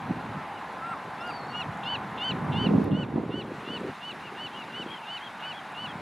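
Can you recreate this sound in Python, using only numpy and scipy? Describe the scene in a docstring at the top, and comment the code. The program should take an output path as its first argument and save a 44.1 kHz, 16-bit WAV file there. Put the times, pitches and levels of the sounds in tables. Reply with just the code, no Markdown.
"""One gull repeats its cry over a mudflat: a harmonic voice that climbs, holds and breaks downward,
shaped by throat and beak and roughened by period doubling. Farther gulls and thin whistles answer,
with weak echoes off mud and water. Wind buffets the microphone, its strongest eddies thumping.
Behind them: a wide hiss of shore, a distant roar with a hum in it, small ticks and a thin steady whine."""
import sys
import numpy as np
from scipy import signal
from scipy.io import wavfile
from scipy.ndimage import uniform_filter1d

SR = 44100
rng = np.random.default_rng(int(sys.argv[2]) if len(sys.argv) > 2 else 0)


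def pcm_store(signal):
    """Save signal as 16-bit PCM."""
    levels = np.round(np.clip(np.atleast_2d(signal), -1, 1) * 32767)
    wavfile.write(sys.argv[1], SR, levels.astype(np.int16).T)


N = 265437
T = np.arange(N) / SR
CENTRE_FROM_S, CENTRE_BELOW_HZ = 3.375, 2500


def amp(db):
    return 10 ** (np.asarray(db) / 20)


def unit_rms(x):
    return x / np.sqrt(np.mean(x ** 2) + 1e-20)


def at_hz(rows, hz):
    row_hz, value = np.transpose(rows)
    return np.interp(np.log(hz + 1), np.log(row_hz + 1), value)


def gain_curve(rows):
    return amp(np.interp(T, *np.transpose(rows)))


def add(mix, start_s, sound):
    part = mix[round(start_s * SR):][:len(sound)]
    part += sound[:len(part)]


def rounded(x):
    return uniform_filter1d(x, size=220, mode="nearest")


def wander(shape, span):
    """Unit-RMS noise smoothed twice over span samples."""
    return unit_rms(uniform_filter1d(uniform_filter1d(rng.standard_normal(shape), span), span))


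def narrow_noise(hz, width_hz):
    """A spectral line whose strength and pitch wander."""
    pole = np.exp(-np.pi * width_hz / SR)
    drift = signal.lfilter([1], [1, -pole], rng.standard_normal((2, N)))
    return unit_rms(drift[0] * np.cos(2 * np.pi * hz * T) + drift[1] * np.sin(2 * np.pi * hz * T))


def stereo_noise(spectrum, coherence, size, patch_db, flicker_db):
    """Unit-RMS noise with drifting patches and flicker; its lower band turns mono at CENTRE_FROM_S."""
    frames, hz = 4 * N // size + 5, np.fft.rfftfreq(size, 1 / SR)
    mid_re, mid_im, side_re, side_im, patches = rng.standard_normal((frames, len(hz), 5)).T
    patches = unit_rms(uniform_filter1d(uniform_filter1d(patches, 9, axis=0), 9, axis=1))
    flicker = np.minimum(unit_rms(uniform_filter1d(rng.standard_normal(frames), 5)), 2)
    frame_s = np.arange(frames) * size / 4 / SR
    width = np.sqrt((1 - np.clip(at_hz(coherence, hz), 0, 1)) / 2)[:, None]
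    width = width * ((frame_s < CENTRE_FROM_S) | (hz[:, None] > CENTRE_BELOW_HZ))
    mid = np.sqrt(1 - width ** 2) * (mid_re + 1j * mid_im)
    side = width * (side_re + 1j * side_im)
    gain = amp(at_hz(spectrum, hz)[:, None] + patch_db * patches + flicker_db * flicker)
    spectra = np.array([mid + side, mid - side]) * gain
    return unit_rms(signal.istft(spectra, nperseg=size, noverlap=3 * size // 4)[1][:, :N])


# Shore spectrum. Each row: frequency in Hz, relative density in dB.
SHORE_SPECTRUM = [(24, -56), (40, -44), (171, -2), (526, -11), (845, 2), (1290, -4), (1470, -2.5),
                  (2420, -10), (2810, -11.5), (3260, -17), (3700, -16.5), (5120, -26.5), (10300, -36),
                  (11400, -42.5), (15800, -45.5)]
# Stereo image of shore and roar. Each row: frequency in Hz, left-right coherence 0-1.
DISTANT_COHERENCE = [(60, 0.95), (150, 1.0), (950, 0.99), (2380, 0.96), (5980, 0.87), (15000, 0.9)]
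# Dip in shore and whine after the strongest gust. Each row: time in seconds, gain in dB.
BACKGROUND_DIP = [(2.84, 0), (2.9, -5.5), (3., -5.5), (3.36, -4.5), (3.6, 1)]


def shore(level_db=-42.5):
    """Broad, nearly even hiss of the shore."""
    hiss = stereo_noise(SHORE_SPECTRUM, DISTANT_COHERENCE, size=1024, patch_db=1.22, flicker_db=0.38)
    return amp(level_db) * gain_curve(BACKGROUND_DIP) * hiss


def whine(level_db=-74.5):
    """A thin, high band of noise in the centre."""
    return amp(level_db) * gain_curve(BACKGROUND_DIP) * narrow_noise(hz=11050, width_hz=150)


# Roar envelope. Each row: time in seconds, level in dB.
ROAR_LEVEL = [(0.0, -40.5), (1.49, -40), (2.61, -37), (2.98, -44.5), (4.07, -59), (6.02, -44.5)]
# Roar spectrum. Each row: frequency in Hz, relative density in dB.
ROAR_SPECTRUM = [(400, -10), (650, -5.5), (800, 3), (1000, -2.5), (2200, -15.5), (3500, -65)]


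def roar(hum_hz=1029, hum_gain_db=-11):
    """Distant midrange noise and a mostly steady hum, swelling and fading together."""
    hum = 0.48 * narrow_noise(hum_hz, width_hz=3) + np.sqrt(2) * np.sin(2 * np.pi * hum_hz * T)
    band = stereo_noise(ROAR_SPECTRUM, DISTANT_COHERENCE, size=1024, patch_db=1, flicker_db=1)
    return gain_curve(ROAR_LEVEL) * (band + amp(hum_gain_db) * hum)


# Ticks. Each row: start in seconds, level in dB, upper band edge in Hz.
MUD_TICKS = [(0.2903, -54, 8700), (0.7267, -54, 8700), (1.276, -52, 11000), (1.4696, -54, 9500),
             (1.7739, -54, 9500), (2.2438, -49, 10000), (2.842, -48.5, 14000), (3.8057, -53, 8850),
             (3.959, -53, 8500), (4.112, -55, 8500), (5.7209, -52.5, 9100)]


def ticks(low_hz=6300, attack_s=0.0005, t60_s=0.011):
    """Short bright snaps, as of drops and bubbles in the mud."""
    out, t = np.zeros(N), np.arange(300) / SR
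    for start_s, db, high_hz in MUD_TICKS:
        band = signal.butter(2, [low_hz, high_hz], "bandpass", fs=SR)
        grit = unit_rms(signal.lfilter(*band, rng.standard_normal(len(t))))
        add(out, start_s, amp(db - 60 * t / t60_s) * grit * np.minimum(t / attack_s, 1))
    return out


# Gusts. Each row: time in seconds, strength in dB, rush relative to buffet in dB.
GUSTS = [(0, -45.5, -17), (0.1, -35.5, -6), (0.39, -39.5, -9), (0.44, -56.5, 1), (1.55, -46, -6),
         (1.66, -41.5, -12), (2.25, -44, -9.5), (2.32, -32, -7.5), (2.5, -31, -13), (2.72, -25, -4.5),
         (3.1, -34, -5.5), (3.17, -32, 1), (3.62, -50.5, 6), (3.78, -45.5, 6.5), (3.89, -42, 5.5),
         (3.95, -66, -13), (4.14, -49.5, -0.5), (4.78, -53, 4), (4.87, -48, 4.5), (5.08, -74, 1),
         (5.72, -71, -12), (5.8, -48, -15), (6.02, -42.5, -9)]
# Spectra of the low buffet and the rush above it. Each row: frequency in Hz, relative density in dB.
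BUFFET_SPECTRUM = [(30, -21), (60, -16), (100, -17), (150, 9), (210, 10), (300, -3.5), (500, -27),
                   (3000, -130)]
RUSH_SPECTRUM = [(150, -36), (280, 4.5), (400, -3.5), (640, -14), (1000, -17), (1500, -36), (2500, -59),
                 (6000, -130)]
# Wind at the two microphone ports. Each row: frequency in Hz, left-right coherence 0-1.
PORT_COHERENCE = [(60, .999), (150, .985), (290, .7), (640, .4), (1400, .6)]
LEAN_RIGHT = np.outer([-1, 1], T < CENTRE_FROM_S)


def wind(full_width_db=-28):
    """Lumpy turbulence at the ports; weaker wind reaches both more alike."""
    time_s, gust_db, rush_db = np.transpose(GUSTS)
    buffet = stereo_noise(BUFFET_SPECTRUM, PORT_COHERENCE, size=512, patch_db=2, flicker_db=1)
    rush = stereo_noise(RUSH_SPECTRUM, PORT_COHERENCE, size=256, patch_db=2.5, flicker_db=3.6)
    rush *= amp(np.interp(T, time_s, rush_db))
    air = buffet * amp(0.53 * LEAN_RIGHT) + rush * amp(2 * LEAN_RIGHT)
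    strength_db = np.interp(T, time_s, gust_db)
    width = amp(np.minimum(strength_db - full_width_db, 0))
    mid = air.mean(0)
    return amp(strength_db) * (mid + width * (air - mid))


# Eddy thumps. Each row: start in seconds, peak before panning in dB, pitch in Hz.
EDDIES = [(0.104, -20.5, 274), (1.68, -25.5, 143), (2.314, -29, 239), (2.49, -20, 149), (2.556, -21.5, 194),
          (2.661, -14.5, 190), (2.684, -18, 199), (2.72, -24, 242), (2.744, -12.5, 210),
          (2.777, -11.5, 216), (2.812, -15.5, 230), (2.884, -26, 212), (2.944, -18, 236), (3.136, -21, 264),
          (3.156, -16, 286), (3.177, -17, 260), (3.229, -22, 277), (3.337, -23, 281), (3.515, -27.5, 300),
          (3.574, -35, 176), (3.674, -28.5, 310), (3.699, -27, 260), (3.81, -26, 325), (3.848, -25.5, 428),
          (3.88, -29, 320), (4.858, -27.5, 302), (5.954, -37, 258)]


def eddies(cycles=3.2, snap_gain_db=-9.5, snap_ratio=2.63):
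    """The strongest eddies land as short thumps, each with a higher snap in the middle."""
    thumps, snaps = np.zeros((2, N))
    for start_s, db, hz in EDDIES:
        phase = 2 * np.pi * hz * np.arange(round(cycles * SR / hz)) / SR
        window = np.hanning(len(phase))
        add(thumps, start_s, amp(db) * np.sin(phase) * window)
        add(snaps, start_s, amp(db + snap_gain_db) * np.sin(snap_ratio * phase) * window ** 12)
    return thumps * amp(1.2 * LEAN_RIGHT) + snaps * (0.5 + 0.52 * LEAN_RIGHT)


def mudflat_echoes(sound, t60_s=0.12, gap_s=0.004):
    """Sparse echoes from mud and water, different in each channel."""
    t = np.arange(9000) / SR
    taps = rng.standard_normal((2, len(t))) * (rng.random((2, len(t))) < 0.05)
    taps *= amp(-60 * t / t60_s) * (t > gap_s)
    return signal.fftconvolve(sound[None], taps / np.linalg.norm(taps[0]), axes=1)[:, :N]


# Thin gliding tones, one list per tone. 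Each row: time in seconds, pitch in Hz, level in dB.
THIN_TONES = [
    [(1.2, 5010, -64), (1.21, 5240, -52), (1.228, 5490, -69.5)],
    [(1.262, 5040, -45), (1.275, 4720, -56.5), (1.35, 4580, -50), (1.42, 4300, -57), (1.468, 4350, -56)],
    [(1.2, 3340, -64), (1.215, 3560, -54), (1.232, 3720, -64)],
    [(4.62, 4050, -62), (4.64, 3700, -52), (4.652, 3400, -62)],
    [(1.48, 4480, -59), (1.502, 4380, -52.5), (1.53, 4500, -53)],
    [(5.054, 3810, -57), (5.066, 3650, -55), (5.082, 3480, -61)],
    [(1.845, 5360, -64), (1.866, 5100, -60.5), (1.88, 4960, -61)],
]


def thin_tones(flutter_db=1.4):
    """Bird whistles and single overtones of far gull cries, as gliding sines."""
    out = np.zeros(N)
    for glide in THIN_TONES:
        time_s, hz, db = np.transpose(glide)
        t = np.arange(time_s[0], time_s[-1], 1 / SR)
        phase = 2 * np.pi * np.cumsum(rounded(np.interp(t, time_s, hz))) / SR
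        level_db = rounded(np.interp(t, time_s, db)) + flutter_db * wander(len(t), span=300)
        envelope = amp(level_db) * signal.windows.tukey(len(t), 0.1)
        add(out, time_s[0], envelope * np.sqrt(2) * np.sin(phase))
    return out


# Throat response, beak open and shut. Each row: frequency in Hz, relative gain in dB.
BEAK_OPEN = [(1500, -14.5), (2150, -11), (2600, 2), (3000, 3), (3600, -0.5), (4000, 0.5), (4300, -22),
             (4550, -15.5), (5200, -25), (6000, -34), (6700, -31), (7500, -35), (9000, -42), (10500, -69)]
BEAK_SHUT = [(1050, 6), (1380, 6), (2750, -20.5), (4100, -46), (6900, -48), (8250, -32), (8500, -57),
             (9500, -48), (9900, -24), (11000, -60)]


def gull_voice(hz, doubling, opening, soft_db, veil_db=0):
    """Harmonics through the throat; uneven alternate cycles add partials halfway between them."""
    order = np.arange(1, 15)[:, None] / 2
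    partial_db = opening * at_hz(BEAK_OPEN, order * hz) + (1 - opening) * at_hz(BEAK_SHUT, order * hz)
    partial_db -= opening * at_hz(BEAK_OPEN, 2 * hz.max()) + (1 - opening) * at_hz(BEAK_SHUT, hz.max())
    flicker_db = 1.4 * wander(partial_db.shape, span=500)
    partial_db += np.maximum(order - 2, 0) ** 0.5 * (flicker_db - soft_db)  # a softer voice is duller
    partial_db -= np.maximum(order - 3, 0) ** 0.5 * veil_db
    strength = np.where(order % 1, np.clip(doubling, 0, 1), 1) * amp(partial_db)
    phase = 2 * np.pi * order * np.cumsum(hz) / SR + order ** 2
    return np.sqrt(2) * (strength * np.sin(phase)).sum(0)


# Far cries. Each row: apex, rise and fall in seconds, top pitch in Hz, level in dB, hoarseness 0-1.
FAR_CRIES = [(0.549, .05, .057, 1500, -54, 0.14), (2.675, 0.0094, 0.034, 1400, -52, 0.6),
             (4.251, .04, 0.045, 1440, -47.5, .1), (4.541, .035, 0.042, 1590, -52, 0.6),
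             (4.587, .07, 0.056, 1460, -44, 0.06), (4.87, .012, .025, 1630, -53, .6),
             (4.926, .033, .03, 1646, -41.5, 0.35), (4.965, .012, .022, 1590, -51, .7),
             (5.006, .015, 0.0604, 1430, -48.5, 0.4), (5.256, .058, 0.036, 1645, -45, 0.25),
             (5.436, .025, .057, 1293, -47, 0.2), (5.557, .04, 0.049, 1680, -49, 0.5),
             (5.876, .01, 0.053, 1700, -49, .45)]


def far_gulls(rise_hz_per_s=3070, fall_hz_per_s=4050):
    """Open-beaked cries, each an arch of pitch; hoarseness shakes pitch and level."""
    out = np.zeros(N)
    for apex_s, rise_s, fall_s, top_hz, db, hoarseness in FAR_CRIES:
        t = np.arange(-rise_s, fall_s, 1 / SR)
        hz = top_hz - np.where(t < 0, rise_hz_per_s / rise_s, fall_hz_per_s / fall_s) * t ** 2
        jitter, shimmer = hoarseness * wander((2, len(t)), span=90)
        tone = gull_voice(hz * (1 + 0.03 * jitter), doubling=0, opening=0.98, soft_db=13)
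        swell_db = -9 * ((t - 0.62 * fall_s) / (rise_s + fall_s / 2)) ** 2
        envelope = amp(db + 6.8 * shimmer + swell_db) * signal.windows.tukey(len(t), 0.3)
        add(out, apex_s - rise_s, envelope * tone)
    return out


def ease(x, start, end):
    return np.sin(np.pi / 2 * np.clip((x - start) / (end - start), 0, 1)) ** 2


def cry_shape(lead_s, climb, hold_s, fall_s=0.0237, turn_s=0.01283):
    """Pitch factor, effort in dB and period doubling: a climb, a sagging hold, a break at t = 0."""
    t = np.arange(-hold_s - lead_s, fall_s, 1 / SR)
    lead_left = np.clip((-hold_s - t) / lead_s, 0, 1)
    climb_left = ease(lead_left, 0.1964, 0.77)
    sag = 0.0114 * np.clip(2 + t / hold_s, 0, 2) ** 2 / 2
    drop = 0.39 * np.clip((t + turn_s) / (fall_s + turn_s), 0, 1) ** 1.8
    pitch = 1 - climb * climb_left - drop - sag
    attack_db = -18 * ease(lead_left, 0.46, 1)
    push_db = np.interp(t, [-2 * hold_s, -turn_s], [0, 2])
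    release_db = -12 * np.clip(t / fall_s, 0, 1) ** 0.52  # gives way at once, then trails
    doubling = climb_left ** 1.2 + 0.8 * drop  # cycles double while the pitch is low
    return pitch, rounded(attack_db + push_db + release_db), doubling


def rasp(strain, easy_db=-30, strained_db=-8.5, band_hz=(2600, 3800)):
    """The stuttering hoarse puff that opens a cry, louder with strain."""
    band = signal.butter(5, band_hz, "bandpass", fs=SR, output="sos")
    puff = unit_rms(signal.sosfilt(band, rng.standard_normal(1700))) * np.hanning(1700)
    stutter_db = 3.1 * wander(len(puff), span=60)
    return amp(easy_db + (strained_db - easy_db) * strain + stutter_db) * puff


# Near cries. Each row: pitch break in seconds, top pitch in Hz, level in dB, lead-in in seconds,
# climb as a share of the pitch, beak opening 0-1, strain 0-1, dullness in dB.
NEAR_CRIES = [(0.433, 1330, -47, .086, 0.04, 0.03, .0, 1.5), (.938, 1375, -35.5, 0.15, 0.054, 0.12, 0.1, 0),
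              (1.308, 1423, -33, 0.12, .06, 0.45, 0.1, -0.5),
              (1.62, 1455, -31.5, 0.082, 0.04, 0.8, 0.1, -1), (1.955, 1513, -32, 0.11, 0.1, 0.91, 0.74, 8),
              (2.311, 1534, -31, 0.12, 0.098, 0.94, 0.82, 1.5),
              (2.666, 1520, -33.5, .131, 0.096, 0.94, 0.94, 2.5),
              (3.034, 1501, -38, .11, 0.076, 0.79, 0.74, .3),
              (3.413, 1502, -38.5, 0.096, 0.082, 0.84, 0.6, 0),
              (3.772, 1504, -38.5, 0.11, 0.088, 0.94, 0.7, 0),
              (4.113, 1500, -40, .095, 0.079, 0.96, 0.6, 2),
              (4.47, 1510, -40.5, 0.097, 0.078, 0.99, 0.45, -1),
              (4.826, 1513, -37.5, 0.1, 0.084, 0.9, 0.3, -1.5),
              (5.175, 1516, -39.5, 0.11, 0.087, 0.98, 0.55, 0),
              (5.521, 1508, -35.5, 0.11, 0.075, 0.79, 0.53, 2.2),
              (5.864, 1502, -36, .113, 0.083, 0.86, 0.4, 4)]


def near_gull(hold_s=0.025, shimmer_db=1.3):
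    """Every cry follows one shape: a puff leads into the tone, whose top partials fade in the fall."""
    out = np.zeros(N)
    for break_s, top_hz, db, lead_s, climb, opening, strain, dull_db in NEAR_CRIES:
        start_s = break_s - hold_s - lead_s
        pitch, effort_db, doubling = cry_shape(lead_s, climb, hold_s)
        soft_db = -0.6 * effort_db + 2.3 * doubling
        veil_db = dull_db + 58 * np.maximum(1 - climb - pitch, 0)
        tone = gull_voice(top_hz * pitch, strain * doubling, opening, soft_db, veil_db)
        level_db = db + effort_db + shimmer_db * wander(len(tone), span=45)
        add(out, start_s, amp(level_db) * tone * signal.windows.tukey(len(tone), 0.1))
        add(out, start_s + 0.0026, amp(db) * rasp(strain))
    return out


def scene():
    """Near gull in the centre, farther birds slightly left, over wind and background."""
    near = near_gull()
    far = far_gulls() + thin_tones()
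    birds = near + far * amp([[1.3], [-1.3]]) + mudflat_echoes(amp(-28.5) * near + amp(-15) * far)
    return birds + wind() + eddies() + ticks() + shore() + roar() + whine()


def record(dry):
    """Closely spaced ports get deep sound alike; a steep bass cut and a band limit follow."""
    mono_below_hz, bass_cut_hz, band_limit_hz = 153, 75, 15750
    side_cut = signal.butter(2, mono_below_hz, "highpass", fs=SR, output="sos")
    bass_cut = signal.butter(3, bass_cut_hz, "highpass", fs=SR, output="sos")
    band_limit = signal.firwin(1023, band_limit_hz, window=("kaiser", 11), fs=SR)
    side = signal.sosfiltfilt(side_cut, (dry[0] - dry[1]) / 2)
    ports = dry.mean(0) + np.array([side, -side])
    return signal.oaconvolve(signal.sosfilt(bass_cut, ports), band_limit[None], "same")


dry = scene()
out = record(dry)
pcm_store(out)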